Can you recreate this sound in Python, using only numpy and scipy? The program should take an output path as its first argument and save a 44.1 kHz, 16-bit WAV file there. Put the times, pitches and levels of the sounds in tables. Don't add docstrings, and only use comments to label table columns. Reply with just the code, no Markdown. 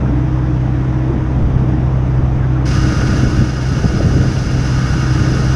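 import sys
import numpy as np
from scipy import signal
from scipy.fft import rfft, irfft
from scipy.io import wavfile
from scipy.ndimage import uniform_filter1d

SR = 44100
rng = np.random.default_rng(int(sys.argv[2]) if len(sys.argv) > 2 else 0)


def volts(x):
    e = np.asarray(x, float) / 20
    return 10 ** e


def wrap_up_sound(samples):
    columns = np.atleast_2d(samples).T
    tamed = np.clip(columns, -1, 1)
    steps = np.round(tamed * 32767).astype(np.int16)
    wavfile.write(sys.argv[1], SR, steps)


N = 244755


def read(points, hz):
    f, value = np.transpose(points)
    return np.interp(np.log(hz + 1), np.log(f + 1), value)


def curves(rows):
    s, *columns = np.transpose(rows)
    return [np.interp(np.arange(N) / SR, s, c) for c in columns]


def evened(x):
    return x / np.sqrt(np.mean(x ** 2) + 1e-20)


def steadied(x, seconds):
    width = round(seconds * SR)
    power = uniform_filter1d(uniform_filter1d(x ** 2, width), width)
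    return x / np.sqrt(power + 1e-9)


def drift(rate_hz):
    spectrum = rfft(rng.standard_normal(N))
    lowpass = np.exp(-(np.fft.rfftfreq(N, 1 / SR) / rate_hz) ** 2)
    return evened(irfft(spectrum * lowpass, N))


def noise(points, patchy_db):
    hz = np.fft.rfftfreq(2048, 1 / SR)
    real, imaginary, patches = rng.standard_normal((N // 512 + 5, 1025, 3)).T
    patches = uniform_filter1d(patches, size=16, axis=0)
    patches = evened(uniform_filter1d(patches, size=6, axis=1))
    level = volts(read(points, hz)[:, None] + patchy_db * patches)
    spectrum = (real + 1j * imaginary) * level
    return evened(signal.istft(spectrum, nperseg=2048, noverlap=1536)[1][:N])


def resonate(x, hz, width):
    turn = np.exp(2j * np.pi * np.cumsum(hz * np.ones(len(x))) / SR)
    r = np.exp(-np.pi * width / SR)
    return 2 * (turn * signal.lfilter([1 - r], [1, -r], x / turn)).real


def bursts(rows, sharpness):
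    out, t = np.zeros(N + SR), np.arange(4000) / SR
    for s, db, hz, length in rows:
        shape = (t / length * 2.35 * np.exp(1 - t / length * 3.96)) ** 2
        width = hz / sharpness
        ringing = resonate(resonate(rng.standard_normal(len(t)), hz, width), hz, width)
        body = shape * ringing
        out[round(s * SR):][:len(t)] += volts(db) * body / abs(body).max()
    return out[:N]


def swell_power(s, length, db):
    return volts(db) ** 2 * np.exp(-8 * ((np.arange(N) / SR - s) / length) ** 2)


def far_motor():
    # t/s, level/dB
    whine = [(0, -44), (.6, -44), (1.2, -55.5), (2.6, -53), (5.55, -72)]
    tone = resonate(resonate(rng.standard_normal(N), 668, 8), 668, 8)
    return volts(curves(whine)[0]) * evened(tone)


def scrapes():
    # t/s, peak level/dB, f/Hz, length/s
    ticks = [
        (.505, -46, 5400, .012),
        (.54, -48, 5400, .012),
        (.83, -50, 7500, .008),
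        (.905, -49, 5400, .008),
    ]
    return bursts(ticks, 5.0)


def squeaks():
    # t/s, peak level/dB, f/Hz, length/s
    slips = [
        (0.055, -26, 1450, 0.033),
        (2.395, -33, 1700, 0.086),
        (2.426, -26.5, 1580, 0.043),
        (2.5486, -26.5, 1350, 0.04),
        (2.5994, -29, 1270, 0.026),
    ]
    return bursts(slips, 7.4)


def hum():
    # t/s, upper f/Hz, lower f/Hz
    panel_hz = [(0, 313, 294.3), (.5, 317, 292), (1, 314.2, 296.3), (2, 315, 294), (5.55, 316, 283.9)]
    # middle t/s, length/s, peak level/dB
    upper_swells = [(.42, 0.37, -27.5), (1.05, 0.68, -25.5), (1.75, .2, -23), (2.56, 0.17, -27),
                    (2.86, 0.23, -23), (3.1, 0.17, -26.5), (3.38, 0.46, -28), (3.95, .15, -30),
                    (4.3, .1, -28), (4.7, 0.17, -31.5), (5.1, 0.2, -30), (5.32, 0.51, -27)]
    # middle t/s, length/s, peak level/dB
    lower_swells = [(.18, 0.42, -21), (.55, 0.45, -27), (1.1, 0.19, -31), (1.72, 0.16, -23),
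                    (2.04, 0.14, -25.5), (2.72, 0.3, -25.5), (3.18, 0.18, -21.5), (3.39, 0.18, -24),
                    (4.05, .08, -30), (4.65, 0.2, -35), (5.07, 0.16, -24.5), (5.27, 0.15, -29)]
    upper_rest_db, lower_rest_db = -36.5, -38.5
    upper_hz, lower_hz = curves(panel_hz)
    upper_level = np.sqrt(volts(upper_rest_db) ** 2 + sum(swell_power(*row) for row in upper_swells))
    lower_level = np.sqrt(volts(lower_rest_db) ** 2 + sum(swell_power(*row) for row in lower_swells))
    upper = np.sqrt(2) * np.cos(2 * np.pi * np.cumsum(upper_hz + 1.37 * drift(4)) / SR)
    lower = evened(resonate(resonate(rng.standard_normal(N), lower_hz, 21), lower_hz, 14))
    return volts(0.3) * upper_level * upper + volts(-2.0) * lower_level * lower


def wind_db(hz, light_db, slope):
    # t/s, strength level/dB
    breeze = [(0, 6.5), (.25, -6), (1.3, -1), (1.6, 3), (2.05, -2), (2.6, -3.5), (3.0, 7), (3.42, 6.5),
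              (3.48, -1.5), (3.7, 1), (3.9, 5.5), (4.25, 9.5), (4.35, 3), (5.05, 0), (5.35, 6), (5.55, 1.5)]
    # middle t/s, length/s, peak level/dB, eddy f/Hz
    gusts = [(0.093, 0.084, -18, 120), (0.892, 0.027, -24, 110), (1.144, 0.058, -23, 180),
             (1.199, 0.033, -19, 85), (1.403, 0.063, -21, 180), (1.45, 0.074, -11, 50),
             (1.566, 0.067, -14, 60.2), (2.217, 0.073, -12.5, 70.4), (2.397, 0.13, -18, 65),
             (2.787, 0.18, -19, 99.7), (3.035, 0.077, -18.5, 80), (3.12, 0.052, -14, 110),
             (3.242, 0.077, -13.5, 126), (3.409, 0.04, -5.5, 86), (3.737, 0.055, -15.5, 105),
             (3.854, 0.025, -7, 100), (3.954, 0.038, -17.5, 85), (3.99, .06, -16, 45),
             (4.059, 0.067, -11.5, 130), (4.16, 0.071, -17, 130), (4.218, 0.039, -10, 98),
             (4.565, 0.18, -20.5, 94), (4.934, 0.072, -15, 112), (5.213, 0.05, -16, 115),
             (5.31, .06, -26, 40.32), (5.37, 0.11, -22, 180), (5.508, .12, -23, 59.9)]
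    spread_db = 7
    power = volts(light_db + slope * curves(breeze)[0]) ** 2
    for s, length, db, eddy_hz in gusts:
        octaves = np.log2(hz / eddy_hz)
        power = power + swell_power(s, length, db - spread_db * octaves ** 2)
    return 10 * np.log10(power)


def wind():
    # centre f/Hz, light-breeze level/dB, gain/(dB per dB of strength)
    wind_bands = [(34.6, -31.5, 0.5), (93, -24.5, 0.72), (180, -25, 0.72), (385, -29.5, 0.35)]
    calm_db = [-26, -24, -24, -26]
    # f/Hz, level/dB
    spectra = [[(10, -35.5), (25, 13.5), (45, 12.5), (60, -3.5), (90, -30.0), (400, -110)],
               [(35, -26.5), (70, -2.5), (110, -4.5), (150, -10.5), (220, -39), (700, -110)],
               [(70, -26.0), (130, 2), (180, 4.5), (280, -4.0), (400, -23.0), (1500, -110)],
               [(220, -26.5), (340, 1.5), (600, -8.5), (900, -19.5), (2500, -110)]]
    chop = volts(2.55 * drift(35))
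    total = np.zeros(N)
    for band, calm, spectrum in zip(wind_bands, calm_db, spectra):
        db = wind_db(*band)
        db = db - 1.17 * np.maximum(calm - db, 0)
        total += volts(db) * steadied(chop * noise(spectrum, patchy_db=1.4), 0.045)
    return total


def puffs():
    # t/s, peak level/dB, f/Hz, length/s
    buffets = [(1.09, -10, 326, 0.06), (1.1, -32, 410, 0.045), (1.13, -12, 231, 0.055),
               (1.48, -18.5, 313, 0.031), (3.41, -11, 208, 0.019), (3.838, -10.5, 360, 0.012),
               (3.84, -22, 600, 0.032), (4.003, -13.5, 585, 0.015), (4.005, -13.5, 335, 0.041),
               (4.16, -13.5, 348, 0.036), (4.235, -16.5, 594, 0.015)]
    return bursts(buffets, 4.0)


def hydraulics():
    # f/Hz, level/(dB per Hz)
    hiss_spectrum = [(600, -37), (1100, -28.5), (1400, -6), (2000, -13.5), (3300, -17), (4400, -17),
                     (4800, -12.5), (6300, -13.5), (7200, -26.5), (9300, -31), (10900, -31), (12000, -49),
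                     (13200, -39.5), (15000, -62.5)]
    # f/Hz, width/Hz, rms level/dB
    pipes = [(1165, 12, -50), (1210, 16, -45), (1234, 12, -42), (1258, 10, -47), (1298, 10, -42),
             (1406, 12, -41), (1465, 12, -40), (1507, 11, -44), (1543, 10, -44), (1598, 11, -47),
             (1669, 14, -46), (1690, 14, -48), (1847, 12, -47), (2172, 20, -53), (2212, 22, -51),
             (2589, 28, -55), (2795, 75, -46), (2952, 20, -52), (3220, 30, -58), (3484, 40, -58),
             (4167, 60, -56), (4657, 25, -57), (4801, 30, -56), (5046, 36, -47), (5181, 25, -57),
             (5630, 35, -54), (5870, 60, -54), (6069, 25, -56), (7565, 40, -67), (9250, 50, -73)]
    # t/s, level/dB
    load = [(2.65, -7), (2.78, 0), (3.06, -1), (3.55, -2), (4.15, -1.7), (4.4, -5), (4.7, -4), (4.8, 0),
            (5.55, -2.5)]
    valve_s, valve_rise_s = 2.651, 0.0058
    hiss_db, pipes_db = -33, 3.5
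    since = np.maximum(np.arange(N) / SR - valve_s, 0)
    opening = 1 - np.exp(-since / valve_rise_s)
    load_db = curves(load)[0]
    flow = rng.standard_normal(N) * volts(0.61 * drift(30))
    rings = np.zeros(N)
    for k, (hz, width, db) in enumerate(pipes):
        sign = (-1) ** k
        mode = steadied(resonate(resonate(flow, hz, width), hz, 1.5 * width), 0.14)
        rings += sign * volts(pipes_db + db + load_db * (hz < 2000)) * mode
    surge_db = 1.5 * np.exp(-since / 0.24)
    hiss = volts(hiss_db + surge_db + 0.64 * drift(49)) * noise(hiss_spectrum, patchy_db=0.0)
    return opening * (rings + hiss)


def engine():
    # t/s, firing f/Hz
    firing = [
        (0, 63.45),
        (.8, 63.6),
        (1.15, 64.25),
        (1.6, 64.0),
        (3, 64.05),
        (4.2, 64.17),
        (5.55, 64.2),
    ]
    # multiple of the six-firing cycle, rms level/dB
    order_lines = [(2, -41.5), (4, -42), (5, -33), (6, -20), (9, -31.5), (12, -17), (14, -33), (15, -34),
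                   (18, -39), (26, -36)]
    # f/Hz, level/(dB per Hz)
    roar_spectrum = [(12, -41.5), (35, -3.5), (160, -2.5), (330, -9), (400, -15.5), (800, -16),
                     (1900, -26.5), (2100, -30), (3700, -40), (4250, -48), (4800, -43.5), (6200, -43.5),
                     (7150, -55.5), (11000, -63.5), (14000, -76)]
    roar_db, firing_lean = -23, 2.1
    cycle = 2 * np.pi * np.cumsum(curves(firing)[0]) / SR / 6
    lines = np.zeros(N)
    for order, db in order_lines:
        phase = 2 * np.pi * rng.random() if order % 3 else firing_lean
        lines += volts(db + 0.55 * drift(1.3)) * np.sqrt(2) * np.cos(order * cycle + phase)
    throb = 1 + 0.038 * np.cos(cycle) + 0.04 * np.cos(2 * cycle) + 0.04 * np.cos(6 * cycle)
    return lines + volts(roar_db) * noise(roar_spectrum, patchy_db=1.0) * throb


def gain_control():
    # t/s, depth level/dB
    ducks = [
        (3.22, 3),
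        (3.42, 3),
        (3.86, 1),
        (4.1, 1.6),
        (4.58, -0.1),
    ]
    fall_s, recover_s, open_gain_db = 0.054, 0.48, 0.05
    start, depth_db = np.array(ducks)[:, :1], np.array(ducks)[:, 1:]
    since = np.maximum(np.arange(N) / SR - start, 0)
    dips = depth_db * (1 - np.exp(-since / fall_s)) * np.exp(-since / recover_s)
    return volts(open_gain_db - dips.sum(axis=0))


def scene():
    yard = far_motor() + scrapes() + squeaks() + hydraulics() + engine()
    return (gain_control() * yard + hum() + wind() + puffs())[None]


def low_pass(x):
    return signal.sosfilt(signal.butter(12, 15140, fs=SR, output="sos"), x)


def record(dry):
    limited = dry / (1 + (abs(dry) / .95) ** 4) ** .25
    fade_in_s = .004
    limited = limited * np.minimum(np.arange(N) / SR / fade_in_s + .15, 1)
    return low_pass(limited)


dry = scene()
out = record(dry)
wrap_up_sound(out)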